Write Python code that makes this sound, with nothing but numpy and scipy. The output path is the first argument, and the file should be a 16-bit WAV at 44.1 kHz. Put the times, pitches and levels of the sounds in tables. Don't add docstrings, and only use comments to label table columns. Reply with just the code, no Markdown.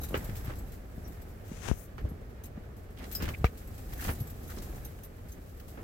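import sys
import numpy as np
from scipy import signal
from scipy.fft import rfft, irfft
from scipy.io import wavfile
from scipy.ndimage import uniform_filter1d

SR = 44100
rng = np.random.default_rng(int(sys.argv[2]) if len(sys.argv) > 2 else 0)


def dump_mix(stems):
    frames = np.atleast_2d(stems).T
    limited = np.clip(frames, -1, 1)
    pcm = np.round(limited * 32767).astype(np.int16)
    wavfile.write(sys.argv[1], SR, pcm)


N = 257103
TIME = np.arange(N) / SR


def gain_of(db):
    return 10 ** (np.asarray(db) / 20)


def evened(x):
    return x / np.sqrt(np.mean(x ** 2) + 1e-20)


def read(points, hz):
    f, value = np.transpose(points)
    return np.interp(np.log(hz + 1), np.log(f + 1), value)


def curve(rows, axis=1):
    rows = np.asarray(rows)
    return np.interp(TIME, rows[:, 0], rows[:, axis])


def pan(db):
    return evened(gain_of(np.array([[db], [-db]]) / 2))


def add(mix, s, sound):
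    start = max(round(s * SR), 0)
    part = mix[:, start:][:, :sound.shape[-1]]
    part += sound[..., :part.shape[1]]


def decay(t, t60):
    return np.exp(-np.log(1000) * t / t60)


def arch(size):
    return np.sin(np.pi * np.linspace(0, 1, size) ** 0.89)


def wander(shape, hz):
    z = rng.standard_normal(shape) + 1j * rng.standard_normal(shape)
    smoothing = 1 + (np.fft.fftfreq(shape[-1], 1 / SR) / hz) ** 2
    z = np.fft.ifft(np.fft.fft(z) / smoothing)
    return z / np.sqrt(np.mean(abs(z) ** 2))


# f/Hz, correlation of the two microphones (-1 to 1)
LIKENESS = [(30, 1), (130, .92), (260, 0.85), (500, 0.33), (1000, -.15), (2000, 0), (5000, 0), (16000, 0)]


def colour(pair, spectrum, tilt_db=0):
    size = pair.shape[1]
    hz = np.fft.rfftfreq(size, 1 / SR)
    same = np.clip(read(LIKENESS, hz), -1, 1)
    mid, side = rfft(pair) * np.sqrt([1 + same, 1 - same])
    tilt = tilt_db * np.log2(np.maximum(hz, 100) / 1000)
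    shape = gain_of(read(spectrum, hz) + tilt)
    return evened(irfft(np.array([mid + side, mid - side]) * shape, size))


def grains(per_s, spread_db, t60, smooth):
    struck = rng.random(N) < per_s / SR
    size = gain_of(spread_db * np.minimum(rng.exponential(1, N), 4)) * struck
    keep = gain_of(-120 / (t60 * SR))
    power = abs(signal.lfilter([1], [1, -keep], size ** 2))
    return np.sqrt(power / power.mean() + abs(smooth)) * rng.standard_normal((2, N))


# f/Hz, relative level/dB per Hz
RUSH_SPECTRUM = [(120, 5.5), (250, -0.5), (420, 6), (620, 2.5), (740, -7), (940, -16), (1200, -6.5),
                 (1650, -12), (2300, -16.5), (3300, -21), (6000, -24), (16000, -42)]


def rush(db=-56):
    return gain_of(db) * colour(rng.standard_normal((2, N)), RUSH_SPECTRUM) * pan(-0.011)


# f/Hz, relative level/dB, t60/s
POLE_MODES = [(466, 5.5, 0.054), (736, 0.5, 0.053), (1203, -6, 0.059), (1654, -10, 0.07), (2200, -7, 0.078),
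              (2690, -15, .06), (2860, -26, 0.054)]
# t/s, level/dB
FRAME_JOLTS = [(.1435, -45), (3.4434, -29.5)]


def poles():
    out, t = np.zeros((2, N)), TIME[:SR // 8]
    hz, mode_db, t60 = np.transpose(POLE_MODES)[:, :, None]
    modes = gain_of(mode_db) * decay(t, t60) * np.sin(2 * np.pi * hz * t)
    knock = modes.sum(0)
    for s, db in FRAME_JOLTS:
        add(out, s, gain_of(db) * pan(0) * knock)
    return out


# t/s, length/s, centre f/Hz, half-width/octaves, level/dB (rms before the swell and fade)
CLOTH_SLIDES = [(0.139, 0.01, 2860, 0.11, -35.5), (0.428, 0.13, 1350, 0.83, -50),
                (1.037, 0.049, 5720, 0.062, -60), (2.035, .05, 390, 0.38, -44.5),
                (2.967, 0.054, 2590, 0.7, -54), (3.014, 0.063, 1900, 1.2, -51.5),
                (3.208, 0.055, 373, 0.22, -39), (3.227, 0.076, 1680, 0.87, -47.5),
                (3.335, 0.022, 2290, 0.14, -41), (3.451, 0.025, 2300, 0.12, -41.5),
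                (3.919, 0.027, 600, 1.8, -49), (3.983, 0.061, 1710, 0.21, -46.5),
                (4.004, 0.1, 3470, 2.9, -47), (4.092, 0.058, 13000, 0.56, -43),
                (4.489, 0.049, 1460, 0.5, -49.5), (4.559, 0.058, 4900, 0.75, -52.5)]


def scuffs():
    out = np.zeros((2, N))
    slips = grains(per_s=450, spread_db=3, t60=.008, smooth=.5)
    for s, length, hz, octaves, db in CLOTH_SLIDES:
        size = int(length * SR)
        excerpt = slips[:, round(s * SR):][:, :size]
        offset = np.log2((np.fft.rfftfreq(size, 1 / SR) + 1) / hz) / octaves
        slide = evened(irfft(rfft(excerpt) / (1 + offset ** 2), size))
        add(out, s, gain_of(db) * slide * arch(size))
    return out * pan(-0.71)


# t/s, level/dB
SWISH_LEVEL = [(0, -53.5), (.2, -49.5), (.85, -62), (1.08, -59), (1.42, -61.5), (2.4, -67.5), (2.94, -66),
               (3.13, -49), (3.53, -59.5), (3.9, -53), (4.08, -46.5), (4.18, -55), (4.78, -53),
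               (5.13, -62.5), (5.83, -59.5)]
JINGLE_PER_S, JINGLE_DB, JINGLE_SPREAD_DB, JINGLE_SIDE_DB = 4.5, 1, 8.5, 7


def jingles():
    count = int(JINGLE_PER_S * N / SR)
    when, strength, side, pull = rng.random((count, 4)).T
    s = (np.arange(count) + when) / JINGLE_PER_S
    swish_db = np.interp(s, *np.transpose(SWISH_LEVEL))
    db = swish_db + JINGLE_DB + JINGLE_SPREAD_DB * (2 * strength - 1)
    which = np.where(pull < .3, "rich", "light")
    return list(zip(s, db, JINGLE_SIDE_DB * (2 * side - 1), which))


# t/s, level/dB (before the lift all clinks share), left minus right/dB, pull
CLEAR_CLINKS = [(.012, -45, -1, "rich"), (.033, -38, 5, "rich"), (.084, -46, -2, "rich"),
                (.1715, -40.5, 2, "light"), (.242, -42, 2, "light"), (.585, -48.5, 3, "light"),
                (1.076, -52, 22, "light"), (1.215, -51, 5, "light"), (2.087, -55, -7, "pure"),
                (2.4364, -45.5, 6, "rich"), (2.454, -47, 2, "light"), (3.123, -42, 11, "light"),
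                (3.149, -32.5, 2.5, "bell"), (3.225, -52, 12, "bell"), (3.931, -45, 1, "light"),
                (3.995, -43.5, -8, "light"), (4.2, -41, -2, "thin"), (4.298, -44.5, 1, "light"),
                (4.476, -47.5, 2, "rich"), (4.8474, -44, -3, "rich"), (5.033, -47, 1, "rich"),
                (5.3186, -50.5, 0, "rich")]
PULL_MODES = {"rich": [(3890, -10.5, 0.1), (5750, -16, 0.093), (6360, -6, 0.083), (7650, -34, 0.044),
              (9280, -7, 0.12), (11600, -5, 0.068), (11300, -16, 0.07), (11610, -2.5, 0.1),
              (13180, -0.5, 0.087), (15200, -0.5, 0.062)], "bell": [(4100, -7, .06), (5120, -2, 0.22),
              (5400, -2, 0.067), (9450, -15, 0.08), (12080, 7.5, 0.074), (12310, -1, .08),
              (13400, -11, 0.059), (14230, 0, 0.11)], "pure": [(11350, 4, 0.14), (11650, -14, .08)],
              "light": [(7760, -10, 0.1), (11600, -10, 0.052), (12160, 5.5, 0.083), (12800, -16, 0.085),
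              (13000, -19, .05), (14400, 4.5, 0.047)], "thin": [(11600, -11, 0.079), (11770, -1, 0.14)]}


def zips(uneven_db=3, detune=0.002, blur_hz=45, pure=0.8, tick_db=-3.5, tick_t60=0.085, rise=0.003, lift_db=3.5):
    out, t = np.zeros((2, N)), TIME[:SR // 5]
    for s, db, side_db, which in list(CLEAR_CLINKS) + jingles():
        hz, mode_db, t60 = np.transpose(PULL_MODES[which])[:, :, None]
        hz = hz * (1 + detune * rng.standard_normal(hz.shape))
        size = gain_of(mode_db + uneven_db * rng.standard_normal(hz.shape))
        steady = pure * np.exp(2j * np.pi * rng.random((2, len(hz), 1)))
        blur = wander((2, len(hz), len(t)), blur_hz)
        chatter = evened(((steady + blur) * np.exp(2j * np.pi * hz * t)).real)
        ring = (size * decay(t, t60) * chatter).sum(1) / np.linalg.norm(size)
        tick = colour(rng.standard_normal((2, len(t))), SWISH_SPECTRUM) * decay(t, tick_t60)
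        clink = (ring + gain_of(tick_db) * tick) * (1 - np.exp(-t / rise))
        add(out, s, gain_of(db + lift_db) * pan(side_db) * clink)
    return out


# f/Hz, relative level/dB per Hz (before each rub's tilt)
BRUSH_SPECTRUM = [(150, 4), (500, 7.5), (1400, 6.5), (3000, 1.5), (4500, -6), (6300, 1), (8000, -5.5),
                  (11000, -11.5), (16000, -17)]
# t/s, length/s, level/dB (rms before the envelope), brightness/dB per octave
MICROPHONE_RUBS = [(1.43, 0.38, -50, 2), (1.611, 0.13, -41, 0), (1.681, 0.011, -30.5, -2.5),
                   (1.691, 0.019, -29.5, -10), (1.737, 0.15, -44, 18)]


def brush():
    out = np.zeros((2, N))
    slips = grains(per_s=900, spread_db=2.5, t60=.008, smooth=1.5)
    for s, length, db, tilt_db in MICROPHONE_RUBS:
        size = int(length * SR)
        excerpt = slips[:, round(s * SR):][:, :size]
        rub = colour(excerpt, BRUSH_SPECTRUM, tilt_db)
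        add(out, s, gain_of(db) * rub * np.sin(np.linspace(0, np.pi, size)))
    return out * gain_of([[0], [-30]])


# f/Hz, relative level/dB per Hz (before each crack's tilt)
CRACK_SPECTRUM = [(120, -18), (300, 9), (450, 5.5), (640, 0.5), (900, -1), (1250, 2), (1600, 0.5),
                  (2000, -1), (2400, -6), (2900, -7), (3700, -15), (6000, -21.5), (10000, -35.5),
                  (16000, -26.5)]
# t/s, level/dB (before the envelope), rise/s, decay t60/s, brightness/dB per octave
CREASE_CRACKS = [(0.1427, -23.5, 0.00061, 0.032, -1.5), (0.1504, -29.5, 0.00039, 0.11, 1),
                 (.294, -38.5, .003, 0.039, 3), (.354, -34, 0.0017, 0.051, 9.5),
                 (.497, -36.5, 0.0035, 0.13, -2), (1.981, -40.5, 0.00044, 0.097, 1),
                 (3.202, -38.5, 0.0024, 0.12, 1.5), (3.221, -30, 0.0026, 0.11, 7),
                 (3.278, -34, .003, 0.089, 1.5), (3.289, -36.5, 0.00085, 0.11, 4),
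                 (3.4432, -21, 0.0011, 0.033, 0.4), (3.451, -33.5, 0.0013, 0.092, 5.5),
                 (4.023, -35, .002, 0.044, 0.5), (4.047, -36, .002, 0.074, 1.5),
                 (4.080, -35.5, 0.0023, 0.14, 1.5), (4.094, -29, 0.0023, 0.061, -2),
                 (4.571, -39.5, 0.0007, 0.11, -4.5), (4.988, -50, 0.00057, 0.057, 0.5),
                 (5.598, -43, 0.0017, 0.077, 9.5), (5.774, -42.5, 0.0006, 0.25, -3)]


def cracks(edge=0.93, edge_t60=0.0066, ragged_db=4):
    out, t = np.zeros((2, N)), TIME[:SR // 5]
    for s, db, rise, t60, tilt_db in CREASE_CRACKS:
        fall = decay(t, t60) + edge * decay(t, edge_t60)
        ragged = gain_of(ragged_db * wander(t.shape, hz=496).real)
        crackle = rng.standard_normal((2, len(t))) * ragged
        add(out, s, gain_of(db) * colour(crackle, CRACK_SPECTRUM, tilt_db) * fall * (1 - np.exp(-t / rise)))
    return out * pan(-.7)


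# t/s, peak level/dB (of the swing,
# before panning), time scale of the jerk/s, swing f/Hz, left minus right/dB
THUMP_EVENTS = [(.109, -31.5, 0.00033, 220, -1), (0.146, -27.5, 0.001, 65, 1),
                (0.171, -26.5, 0.0014, 85.5, 1), (.291, -31, 0.0006, 110, 2),
                (0.481, -27.5, 0.0011, 81.5, 2), (0.9798, -28.5, 0.00063, 60, 2.5),
                (1.105, -34.5, 0.00036, 60, 1), (1.516, -31, 0.00067, 189, 2),
                (1.7142, -14, 0.00068, 49, 34), (2.041, -25, 0.0036, 80, 0), (2.0543, -30, 0.00087, 89, -1),
                (2.116, -33, 0.00094, 130, 0), (2.577, -33.5, 0.00095, 213, 2),
                (3.227, -25.5, 0.00039, 109, 3), (3.4436, -14.5, 0.0015, 59.3, 1),
                (4.093, -23, 0.00096, 61.7, 0.5), (4.2079, -26.5, 0.0023, 109, 1.5),
                (4.2167, -28.5, 0.0022, 127, 1)]


def thumps(damping=0.61, whip_s=0.00027, whip_db=-2):
    lead = .003
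    out, t = np.zeros((2, N)), TIME[:SR // 8] - lead
    for s, db, jerk, hz, side_db in THUMP_EVENTS:
        u = np.maximum(t, 0) / jerk
        suction = -u ** 2 * np.exp(-u)
        w = 2 * np.pi * hz
        resonance = signal.bilinear([1, 0, 0], [1, damping * w, w * w], SR)
        swing = signal.lfilter(*resonance, suction)
        hardness = np.clip((db + 20) / 8, 0, 1)
        whip = hardness * gain_of(whip_db) * np.exp(-abs(t) / whip_s)
        add(out, s - lead, gain_of(db) * pan(side_db) * (swing / abs(swing).max() + whip))
    return out


# t/s, length/s, lift of the rumble/dB,
# lift of the cloth's motion/dB (the flutter takes only a share)
SHORT_GUSTS = [(0.196, 0.14, -2.5, 7), (.32, 0.057, 4, 3.5), (0.63, .08, 3.5, -1), (2.047, 0.12, 7.5, 0.5),
               (3.028, 0.075, 0, 9), (3.26, 0.13, 8, 9.5), (3.418, 0.051, 11.5, 6),
               (3.712, 0.074, 4.5, 2.5), (3.913, 0.091, 4, 0.5), (4.095, 0.066, 6, 17), (5.273, 0.22, 5, 2),
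               (5.524, 0.11, 2, -3.5)]


def gust_lift(axis):
    return sum(row[axis] * np.exp(-(2 * (TIME - row[0]) / row[1]) ** 2) for row in SHORT_GUSTS)


# f/Hz, relative level/dB per Hz
FLUTTER_SPECTRUM = [(70, -27), (140, 1), (220, 2.5), (310, -2), (430, -3.5), (620, -12.5), (760, -8.5),
                    (950, -18), (1250, -15.5), (2200, -40), (5000, -73)]
RUSTLE_SPECTRUM = [(250, -17), (600, 7.5), (950, 0.5), (1300, -1.5), (1700, 3), (2600, -5.5), (3500, -12),
                   (6000, -20), (9000, -30), (16000, -26)]
SWISH_SPECTRUM = [(1200, -2), (3500, -1), (6000, -0.5), (8200, 2), (9000, -3.5), (10500, -0.5),
                  (12200, 7.5), (13400, 1), (16000, 2.5)]
FLUTTER_DB, RUSTLE_DB = -52, -60.5
FLUTTER_FOLLOWS, RUSTLE_FOLLOWS = 0.84, 0.73


def cloth(flutter_lift=0.53):
    wind, lift = curve(WIND_STRENGTH), gust_lift(axis=3)
    flaps = grains(per_s=110, spread_db=2.5, t60=.06, smooth=1.2)
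    folds = grains(per_s=200, spread_db=2.5, t60=0.13, smooth=0.49)
    weave = grains(per_s=83, spread_db=6.5, t60=0.27, smooth=0.96)
    flutter_db = FLUTTER_DB + FLUTTER_FOLLOWS * wind + flutter_lift * lift
    rustle_db = RUSTLE_DB + RUSTLE_FOLLOWS * wind + lift
    flutter = colour(flaps, FLUTTER_SPECTRUM) * gain_of(flutter_db)
    rustle = colour(folds, RUSTLE_SPECTRUM) * gain_of(rustle_db)
    swish = colour(weave, SWISH_SPECTRUM) * gain_of(curve(SWISH_LEVEL))
    return flutter * pan(0) + rustle * pan(-4.5) + swish * pan(1.5)


# f/Hz, relative level/dB per Hz
RUMBLE_SPECTRUM = [(15, -28.5), (30, -4.5), (50, -2.5), (70, -1.5), (100, -5.5), (130, -12.5), (170, -18.5),
                   (300, -36.5), (600, -73)]
# t/s, level/dB above a moderate blow
WIND_STRENGTH = [(0, 6), (.5, 5), (.85, -1.5), (1.08, 1.5), (1.4, -2), (1.65, 1.5), (1.85, -4), (2.05, 0.5),
                 (2.35, -1), (2.93, -2), (3.25, 3.5), (3.55, -2), (3.82, 0.5), (4.03, 4.5), (4.36, 0.5),
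                 (4.72, 4.5), (5.13, -5.5), (5.83, -1.5)]
RUMBLE_DB = -44.5


def walls():
    air = colour(rng.standard_normal((2, N)), RUMBLE_SPECTRUM)
    swell = np.sqrt(uniform_filter1d((air ** 2).mean(0), size=4000))
    rumble_db = RUMBLE_DB + curve(WIND_STRENGTH) + gust_lift(axis=2)
    return air / swell * gain_of(rumble_db) * pan(.3)


def scene():
    background = rush() + poles() + scuffs() + zips() + brush()
    return background + cracks() + thumps() + cloth() + walls()


def record(dry):
    low_pass = signal.firwin(511, 15950, window=("kaiser", 9), fs=SR)
    return signal.oaconvolve(dry, low_pass[None], "same", axes=1)


dry = scene()
out = record(dry)
dump_mix(out)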